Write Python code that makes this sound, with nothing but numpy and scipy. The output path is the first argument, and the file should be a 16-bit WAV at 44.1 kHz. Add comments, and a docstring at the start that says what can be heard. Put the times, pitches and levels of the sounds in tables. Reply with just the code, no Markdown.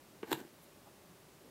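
"""A knife is pulled through a tough part of a shoe on a carpeted floor in a quiet, dead room. The blade catches
with a dull click, rasps as fibres part under growing load and breaks through with a double snap; these forces
excite the damped modes of the shoe and the high modes of the blade. The freed piece thumps and flaps, the blade
slides out, and a sleeve brushes faintly over steady hiss."""
import sys
import numpy as np
from scipy import signal
from scipy.fft import rfft, irfft
from scipy.io import wavfile

SR = 44100
rng = np.random.default_rng(int(sys.argv[2]) if len(sys.argv) > 2 else 0)


def generate_wav(signal):
    """Clip the signal to [-1, 1] and save it as 16-bit WAV at the path in sys.argv[1]."""
    frames = np.transpose(np.atleast_2d(signal))
    scaled = np.clip(frames, -1, 1) * 32767
    pcm = np.round(scaled).astype(np.int16)
    wavfile.write(sys.argv[1], SR, pcm)


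N = 66150
T = np.arange(N) / SR
HZ = np.maximum(np.arange(N + 1) * SR / (2 * N), 1)
CUTOFF_HZ = 15800


def from_db(db):
    """Amplitude grows tenfold for every 20 decibels."""
    return 10 ** (np.asarray(db) / 20)


def unit_rms(x):
    """Division by the root mean square gives unit power."""
    return x / np.sqrt(np.mean(x ** 2) + 1e-20)


def gains(points):
    """A gain curve joins (frequency_hz, level_db) points by straight lines on logarithmic axes."""
    hz, db = np.transpose(points)
    return from_db(np.interp(np.log(HZ), np.log(hz), db))


def filtered(x, response):
    """Linear filtering multiplies the spectrum by a frequency response."""
    return irfft(rfft(x, 2 * N) * response)[:N]


def minimum_phase(gain):
    """Causality: folding the cepstrum gives a response with these gains that sounds nothing early."""
    cepstrum = irfft(np.log(gain))
    return np.exp(rfft(np.r_[cepstrum[0], 2 * cepstrum[1:N]], 2 * N))


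def impulse(at_s):
    """A unit impulse, shared between the nearest samples, has a broad spectrum."""
    return np.maximum(1 - np.abs(T - at_s) * SR, 0)


def decay(start_s, t60_s):
    """Exponential damping: the envelope starts at once and falls 60 dB in t60_s."""
    return (T >= start_s) * from_db(-60 * np.clip((T - start_s) / t60_s, 0, 5))


def hiss(level_db=-60.5):
    """Stationary noise: room air and hiss keep a constant spectrum, strongest in the lows."""
    # frequency_hz, relative_density_db
    spectrum = [(15, -25), (25, -21), (43, -10.5), (71, -7), (152, -0.5), (260, -2.5), (378, -0.5),
                (482, -7), (598, -2.5), (666, -8), (1200, -10.5), (1340, -13), (5730, -19.5),
                (13900, -21.5), (15500, -23.5)]
    noise = filtered(rng.standard_normal(N), gains(spectrum) * (HZ < CUTOFF_HZ))
    return from_db(level_db) * unit_rms(noise)


def blade_catch(start_s=0.2296, click_db=-16, grit_db=-38.5):
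    """Dispersion: the lows travel slower, spreading a dull, gritty click into a quick downward chirp."""
    # frequency_hz, gain_db
    colour = [(50, -30), (120, -8), (200, 12), (300, 14), (410, 19.5), (560, 2.5), (1000, 5), (1700, 5),
              (2900, -0.5), (4500, -17.5), (8000, -34), (15000, -36)]
    low_delay_s, delay_fade_hz = 0.00463, 2170
    group_delay_s = low_delay_s * np.exp(-HZ / delay_fade_hz)
    dispersion = np.exp(-2j * np.pi * np.cumsum(group_delay_s) * SR / (2 * N))
    click = from_db(click_db) * impulse(start_s)
    grit = from_db(grit_db) * rng.standard_normal(N) * decay(start_s, t60_s=0.055)
    return filtered(click + grit, gains(colour) * dispersion)


def room_reverb(sound, level_db=-13):
    """Diffuse reflection: close walls return a tail that absorption by the carpet keeps short."""
    tail = rng.standard_normal(N) * decay(start_s=0.0076, t60_s=0.16)
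    tail /= np.sqrt(np.sum(tail ** 2))
    return from_db(level_db) * signal.fftconvolve(sound, tail)[:N]


def slicing(fibres_per_s=3200, spread_db=0.5, rasp_db=-12, body_db=-2.5):
    """Shot noise: fibres part as dense tiny clicks that rasp and shake the shoe."""
    # drag of the edge through the material: time_s, level_db
    drag = [(0.245, -69), (0.279, -50.5), (0.303, -47.5), (0.318, -36), (0.321, -40), (0.34, -40.5),
            (0.364, -51.5), (0.402, -45.5), (0.427, -58.5), (0.479, -62)]
    # spectrum of parting fibres: frequency_hz, relative_density_db
    spectrum = [(80, -22), (600, -24.5), (900, 2.5), (1700, 19.5), (2500, -5), (3900, 9.5), (4900, -5.5),
                (7400, 8.5), (8800, -1), (12000, 10.5), (15000, -6), (15800, -15)]
    times_s, levels_db = np.transpose(drag)
    drag_db = np.interp(T, times_s, levels_db, left=-120, right=-120)
    peak_db = levels_db.max()
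    sizes = from_db(spread_db * np.minimum(rng.exponential(1, N), 4))
    signs = rng.choice([-1, 1], N)
    fibres = sizes * signs * (rng.random(N) < fibres_per_s / SR)
    rasp = unit_rms(filtered(fibres, minimum_phase(gains(spectrum))))
    rasp_growth = 1.23   # the rasp grows faster than the body, so harder drag is brighter
    rasp_envelope = from_db(rasp_db + peak_db + rasp_growth * (drag_db - peak_db))
    return rasp_envelope * rasp + from_db(drag_db + body_db) * unit_rms(shoe_resonance(fibres))


def shoe_resonance(force, low_cut_hz=167):
    """Modal superposition: a force rings damped modes, the lower ones of a shoe too small to radiate deep bass,
    the highest of the blade."""
    # pitch_hz, gain_db, t60_s
    modes = [(275, -10, 0.13), (340.3, 2, 0.046), (401, -8.5, 0.031), (772, 1, 0.012), (912, -7, 0.011),
             (1490, -11.5, 0.031), (1567, -13.5, 0.054), (2060, -29, 0.034), (2734, -15, 0.023),
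             (3340, -20.5, 0.0042), (3750, -28, .014), (7150, -24, 0.012), (11750, -13, .016),
             (13100, -11, 0.0089)]
    ringing = 0
    for pitch_hz, gain_db, t60_s in modes:
        radius = from_db(-60 / (t60_s * SR))
        angle = 2 * np.pi * pitch_hz / SR
        feedback = [1, -2 * radius * np.cos(angle), radius * radius]
        ringing += from_db(gain_db) * signal.lfilter([0.5, 0, -0.5], feedback, force + 1e-18)
    return signal.sosfilt(signal.butter(2, low_cut_hz, "high", fs=SR, output="sos"), ringing)


def snaps(crack_t60_s=0.0057):
    """Fracture: each break releases stress, kicking the shoe and giving a few milliseconds of crackle."""
    # start_s, body_db, crack_db
    breaks = [(0.3172, -32.5, -38), (0.3253, -49.5, -30.5), (0.3282, -33.5, -26.5), (0.3298, -42.5, -21.5),
              (0.3312, -41.5, -33.5), (0.4025, -53, -56)]
    # spectrum of a crack: frequency_hz, relative_density_db
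    spectrum = [(80, -43), (600, 10), (1000, 15.5), (2000, 0.5), (3900, 10), (4900, -20), (7400, 0.5),
                (8700, -9), (11000, -3.5), (15000, -0.5), (15800, -20)]
    force = sum(from_db(body_db) * impulse(start_s) for start_s, body_db, _ in breaks)
    envelope = sum(from_db(crack_db) * decay(start_s, crack_t60_s) for start_s, _, crack_db in breaks)
    crackle = filtered(rng.standard_normal(N) * envelope, minimum_phase(unit_rms(gains(spectrum))))
    return shoe_resonance(force) + crackle


def knocks():
    """Contact time limits bandwidth: soft pushes drive mainly the low modes; the first two carry the low end of
    the snaps a little after each break, the rest are knocks of shoe and freed piece."""
    # peak_s, impulse_db, half_contact_s
    contacts = [(0.3205, -25, 0.00098), (0.33, -30, 0.00031), (0.3776, -37.5, 0.00068),
                (0.4129, -38, 0.00068), (0.450, -47.5, 0.00055), (0.527, -52, .0006)]
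    force = 0
    for peak_s, impulse_db, half_contact_s in contacts:
        push = np.exp(-((T - peak_s) / half_contact_s) ** 2)
        force += from_db(impulse_db) * push / push.sum()
    return shoe_resonance(force)


def floor_thump(start_s=0.3345, level_db=-47, pitch_hz=138.5, rise_s=0.0071, ring_db=1):
    """Damped oscillation: the settling sole gives a low push to the floor, which rings on weakly."""
    age_s = np.maximum(T - start_s, 0)
    rise = (age_s / rise_s) ** 2
    push = rise * np.exp(1 - rise)
    ring = from_db(ring_db) * (1 - np.exp(-rise)) * decay(start_s, t60_s=0.22)
    return -from_db(level_db) * np.sin(2 * np.pi * pitch_hz * age_s) * (push + ring)


def brushes():
    """Sliding friction: sleeve and hand make faint swells of band-limited noise."""
    # peak_s, half_length_s, level_db, centre_hz, width_octaves
    strokes = [(0.635, .016, -63, 12900, 0.61), (0.873, 0.013, -59, 780, 0.38),
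               (1.11, 0.032, -62.5, 160, 0.28), (1.465, 0.042, -61, 347, 0.57)]
    sound = 0
    for peak_s, half_length_s, level_db, centre_hz, width_octaves in strokes:
        band = np.exp(-(np.log2(HZ / centre_hz) / width_octaves) ** 2 / 2)
        friction = unit_rms(filtered(rng.standard_normal(N), band))
        swell = np.exp(-((T - peak_s) / half_length_s) ** 2)
        sound += from_db(level_db) * friction * swell
    return sound


def scene():
    """Superposition: steady hiss, the cut, its reverberation and the brushes add in one channel."""
    background = hiss()
    cut = blade_catch() + snaps() + knocks() + floor_thump() + slicing()
    return (background + cut + room_reverb(cut) + brushes())[None]


def record(dry):
    """Band limiting: a steep low-pass filter removes the highest treble."""
    low_pass = 1 / np.sqrt(1 + (HZ / CUTOFF_HZ) ** 300)
    return filtered(dry[0], low_pass)[None]


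dry = scene()
out = record(dry)
generate_wav(out)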